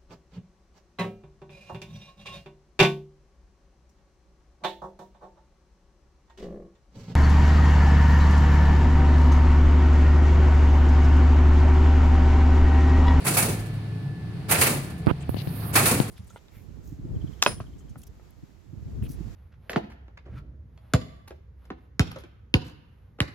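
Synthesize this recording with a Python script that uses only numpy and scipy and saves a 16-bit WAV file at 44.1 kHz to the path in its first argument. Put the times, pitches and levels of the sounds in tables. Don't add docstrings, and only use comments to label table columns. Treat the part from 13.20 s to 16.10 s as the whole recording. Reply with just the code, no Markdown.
import sys
import numpy as np
from scipy import signal
from scipy.fft import rfft, irfft
from scipy.io import wavfile
from scipy.ndimage import uniform_filter1d

SR = 44100
rng = np.random.default_rng(int(sys.argv[2]) if len(sys.argv) > 2 else 0)


def persist_wave(psi):
    counts = np.round(np.clip(psi, -1, 1) * 32767).astype(np.int16)
    wavfile.write(sys.argv[1], SR, np.atleast_2d(counts).T)


def volts_from_decibels(level):
    exponent = np.asarray(level, float) / 20
    return 10 ** exponent


N = 127890


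def unit(x):
    return x / np.sqrt(np.mean(x ** 2))


def curve(table):
    hz, value = np.array(table, float).T
    return np.interp(np.log(np.fft.rfftfreq(N, 1 / SR) + 1), np.log(hz), value)


def over_time(t, table, **outside):
    s, db = np.array(table).T
    return np.interp(t, s, db, **outside)


def shape(x, gain):
    return irfft(rfft(x) * gain, N)


def ring(x, hz, width_hz, times=1):
    b, a = signal.iirpeak(min(hz, .45 * SR), max(hz / width_hz, .3), SR)
    for _ in range(times):
        x = signal.lfilter(b, a, x)
    return x


def ports(left_db, right_db):
    return np.array([[left_db], [right_db]])


# (frequency [Hz], correlation [-])
LIKENESS = [(100, 0.99), (290, 0.91), (640, 0.53), (1400, 0.18), (3000, 0.01)]


def pair(grain_db=0.):
    mid, side = rng.standard_normal((2, N)) * volts_from_decibels(grain_db * rng.exponential(1, (2, N)))
    alike = np.clip(curve(LIKENESS), 0, 1)
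    mid = shape(mid, np.sqrt(1 + alike))
    side = shape(side, np.sqrt(1 - alike))
    return unit(np.array([mid + side, mid - side]))


def walk(rate_hz):
    k = int(SR / rate_hz)
    steps = np.repeat(rng.standard_normal(N // k + 1), k)
    return unit(uniform_filter1d(uniform_filter1d(steps, k), k)[:N])


def fall(t, t60_s, rise_s=.0045):
    t = np.maximum(t, 0)
    return (1 - np.exp(-t / rise_s)) * np.exp(-np.log(1000) * t / t60_s)


# (frequency [Hz], level [dB per Hz])
FAN_SPECTRUM = [(200, -2.5), (322, -4.5), (635, -15.5), (2300, -20.5), (4500, -24.5), (5500, -31),
                (7000, -38), (16000, -40)]
# (time [s], level [dB])
FAN_NEARNESS = [(0, 9), (.45, 4), (.8, 0), (1.0, -2), (1.27, 1.5), (1.8, 1), (2.0, 1), (2.5, 4.5), (2.9, 6)]


def fans(t):
    air = unit(shape(pair(), volts_from_decibels(curve([(60, -35)] + FAN_SPECTRUM))))
    return air * volts_from_decibels(-46.5 + over_time(t, FAN_NEARNESS) + .86 * walk(12.1))


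# (frequency [Hz], width [Hz], level [dB])
DRIVE_MODES = [(42, 7.4, -49.5), (77.6, 12.2, -43), (107.76, 2.5, -35.5), (138.6, 14.3, -35),
               (166.2, 11.7, -42), (188.6, 15.5, -46), (257, 40, -53), (320.4, 14, -53.5),
               (429.7, 9.2, -59.5), (731, 90, -55.5)]


def drive():
    out = 0
    for hz, width_hz, db in DRIVE_MODES:
        mode = unit(ring(pair(), hz, 1.66 * width_hz, 2))
        out = out + volts_from_decibels(db + 1.9 * walk(5.02)) * mode
    return out


# (time [s], level [dB])
WHINE_LEVEL = [(0, -53), (.4, -54.5), (1.27, -58.5), (1.86, -56), (2.0, -66), (2.5, -61), (2.9, -56)]


def whine(t):
    whine_hz, port_phase_rad = 1737, np.array([[0], [.8]])
    tone = np.sin(2 * np.pi * whine_hz * t + .38 * walk(27) + port_phase_rad)
    return tone * volts_from_decibels(over_time(t, WHINE_LEVEL) + 1.5 + 1.6 * walk(9))


# (start [s], length [s], left [dB], right [dB], centre [Hz])
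RUB_EVENTS = [(1.87, 0.04, -36.5, -22, 308), (1.871, 0.045, -40, -27, 1000),
              (1.885, 0.029, -47, -34.5, 2470), (1.8615, .003, -56, -40, 10500),
              (1.87, 0.05, -67, -55, 13200), (2.005, 0.029, -58, -62, 7600), (2.008, .04, -53.5, -54, 2600),
              (2.169, 0.057, -43.5, -60, 4140), (2.162, 0.061, -43.5, -54, 2770),
              (2.274, .025, -51.5, -57, 4200), (2.401, 0.059, -53.5, -62, 4200),
              (2.15, 0.42, -56.5, -52.5, 685), (2.419, 0.14, -47, -47, 1120), (2.55, .045, -29, -27, 1150),
              (0, .045, -58, -56, 9000)]


def rubs(t):
    attack_s, release_s, top_width_hz = .0021, .0046, 1960
    out = np.zeros((2, N))
    for at, length, left_db, right_db, hz in RUB_EVENTS:
        gate = np.clip(np.minimum((t - at) / attack_s, (at + length - t) / release_s), 0, 1)
        scratch = rng.standard_normal((2, N)) * volts_from_decibels(1.5 * rng.exponential(1, N))
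        width_hz = min(hz, top_width_hz * max(hz / 5000, 1) ** 2)
        scratch = unit(ring(scratch, hz, width_hz, 3))
        out += scratch * volts_from_decibels(2.1 * walk(150)) * gate * volts_from_decibels(ports(left_db, right_db))
    return out


# (start [s], level [dB], treble [dB], treble of after-rattles [dB])
MACHINE_CYCLES = [
    (0.043, .7, 1.8, -1.5),
    (1.286, 2.6, 2.2, -5),
    (2.53, 2.8, 3, -1.5),
]
# (time after start [s], rattle [dB], thud [dB], rattle t60 [s])
CYCLE_BLOWS = [(-.008, -27, -30, 0.63), (.023, -19.5, -23, 0.26), (.06, -25.5, -24, 0.2),
               (0.093, -30.5, -23, 0.7), (0.124, -18.5, -29, .3), (.18, -20, -20, 0.087),
               (.205, -31, -24, 0.13), (.24, -45, -25, .1), (.28, -39, -29, .12), (.345, -45, -36.5, .1),
               (0.412, -43, -48.5, .12), (0.489, -60, -47, 0.17)]


def blow_envelope(t, column, t60s, treble, scatter):
    return_s, after_s, return_treble_db = .09, .22, 2.5
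    swell_s, scatter_db = .022, 1.5
    coarse = t[::32]
    power = 0
    for (start, db, treble_db, after_db), cycle_scatter in zip(MACHINE_CYCLES, scatter):
        for i, (blow, chance, t60) in enumerate(zip(CYCLE_BLOWS, cycle_scatter, t60s)):
            u = coarse - start - blow[0]
            stroke_db = after_db if blow[0] > after_s else return_treble_db * (blow[0] > return_s)
            swell = np.clip(u / swell_s, 0, 1) ** 2 if i == 0 else 1
            level_db = db + treble * (treble_db + stroke_db) + blow[column] + scatter_db * chance[column - 1]
            power = power + (swell * volts_from_decibels(level_db) * fall(u, t60)) ** 2
    return np.interp(t, coarse, np.sqrt(power))


# (frequency [Hz], level [dB])
RATTLE_COLOUR = [(250, -4.5), (700, -0.5), (2500, -3), (3300, -8), (6500, -9), (9700, -7.5), (13000, -5.5),
                 (16000, -10)]
# (frequency [Hz], width [Hz], level [dB])
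PANEL_MODES = [(734, 290, -13), (1385, 24, 6), (2270, 94, -1), (2584, 120, -0.5)]


def rattle(t, scatter):
    patchy_db, patch_hz, top_damping, panel_db = 1.9, 75, .3, -6.5
    grains = rfft(pair(1.5))
    octave = np.log2(np.fft.rfftfreq(N, 1 / SR) + 1)
    t60s = np.array(CYCLE_BLOWS)[:, 3]
    hit = 0
    for k in range(7):
        part = irfft(grains * np.cos(np.pi / 2 * np.clip(octave - 8 - k, -1, 1)) ** 2, N)
        treble = max(k - 2, 0) / 4
        envelope = blow_envelope(t, 1, t60s / (1 + top_damping * treble), treble, scatter)
        hit = hit + part * volts_from_decibels(patchy_db * walk(patch_hz)) * envelope
    panels = sum(volts_from_decibels(db) * ring(hit, hz, width_hz) for hz, width_hz, db in PANEL_MODES)
    return shape(hit + volts_from_decibels(panel_db) * panels, volts_from_decibels(curve(RATTLE_COLOUR) + 8))


# (frequency [Hz], level [dB])
THUD_COLOUR = [(50, -25), (90, -5.5), (160, -3.5), (350, -10), (600, -16.5), (1500, -29)]


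def thud(t, scatter):
    boom = unit(shape(pair(), volts_from_decibels(curve(THUD_COLOUR))))
    return boom * blow_envelope(t, 2, [.2] * len(CYCLE_BLOWS), 0, scatter)


def room(t, dry):
    t60_s, top_t60_s, room_db, delay_s = .62, .33, -12, .01
    tail = pair()[:, :SR]
    soft = signal.filtfilt(*signal.butter(2, 5500., fs=SR), tail)
    u = t[:SR] - delay_s
    tail = soft * fall(u, t60_s) + (tail - soft) * fall(u, top_t60_s)
    tail = tail / np.sqrt(np.sum(tail ** 2) / 2)
    return volts_from_decibels(room_db) * signal.fftconvolve(dry, tail, axes=1)[:, :N]


def banging(t):
    scatter = rng.standard_normal((len(MACHINE_CYCLES), len(CYCLE_BLOWS), 2))
    dry = rattle(t, scatter) + thud(t, scatter)
    return dry + room(t, dry)


# (time [s], left [dB], right [dB], first half swing [ms], nail tick [dB])
KNOCK_EVENTS = [
    (1.8628, -31, -23.5, .5, -28),
    (1.869, -14.5, -1.5, 1.25, -23),
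    (1.8748, -15, -5, 2.3, -45),
    (1.9116, -28, -4, 1.56, -26.5),
    (2.093, -27, -7.5, 1.55, -34),
    (2.144, -12.5, -35, 1.2, -30.5),
    (2.168, -18, -41, 0.71, -35),
    (2.2729, -14.5, -23.5, 1.1, -31),
    (2.8013, -2, -22, .9, -15),
]


def knocks(t):
    t60_s, slowing, far_damping, tick_hz, tick_width_hz = .031, .54, 2.1, 3100, 3000.
    lowpass = signal.butter(2, 2200., fs=SR)
    out = np.zeros((2, N))
    for at, left_db, right_db, half_ms, tick_db in KNOCK_EVENTS:
        u = np.maximum(t - at, 0)
        level_db = ports(left_db, right_db)
        damping = np.where(ports(left_db < right_db, left_db > right_db), far_damping, 1)
        wave = -np.sin(np.pi * (u * 1000 / half_ms) ** slowing)
        swing = wave * fall(u, t60_s / damping, .00023) * 1.14
        sign = np.sign(left_db - right_db) * ports(1, -1)
        out += signal.lfilter(*lowpass, sign * swing) * volts_from_decibels(level_db)
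        tick = volts_from_decibels(tick_db + 6) * rng.standard_normal(N) * np.exp(-u / .00097) * (u > 0)
        tick = ring(tick, tick_hz, tick_width_hz, 3)
        out += tick * volts_from_decibels(.44 * (level_db - max(left_db, right_db)))
    return out


# (time [s], level [dB])
SLIDE_LEVEL = [(2.09, -49), (2.096, -46), (2.122, -54), (2.256, -53.5), (2.322, -47), (2.484, -42),
               (2.52, -47)]


def slide(t):
    hz, width_hz, left_db = 13400, 5400, -22
    colour = [(6000, -30), (9500, -14), (hz - width_hz / 3, -4), (hz, 0), (15500, -6)]
    hiss = unit(shape(pair(.91), volts_from_decibels(curve(colour))))
    level_db = over_time(t, SLIDE_LEVEL, left=-120, right=-120) + 5 + 1.3 * walk(39.9)
    return hiss * volts_from_decibels(level_db) * volts_from_decibels(ports(left_db, 0))


# (frequency [Hz], level [dB])
LEFT_COLOUR = [(700, 0), (2500, -2), (3500, -1), (4400, 3), (5400, 0), (8200, 3.5), (11000, -6),
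               (15500, -4)]
RIGHT_COLOUR = [(700, 0), (2500, 1.5), (3800, -4.5), (5600, -9), (7600, -4), (9600, 9), (11500, 0.5),
                (15500, -3)]


def scene():
    t = np.arange(N) / SR
    machine = fans(t) + drive() + whine(t) + banging(t)
    hand = rubs(t) + knocks(t) + slide(t)
    return shape(machine + hand, volts_from_decibels(np.array([curve(LEFT_COLOUR), curve(RIGHT_COLOUR)])))


def roll_off(x):
    return signal.sosfilt(signal.butter(12, 16360, fs=SR, output="sos"), x)


def record(dry):
    band = signal.sosfilt(signal.ellip(8, .2, 60, 15750, fs=SR, output="sos"), dry)
    mix = signal.lfilter(*signal.butter(2, 35., "high", fs=SR), band)
    return roll_off(mix)


dry = scene()
out = record(dry)
persist_wave(out)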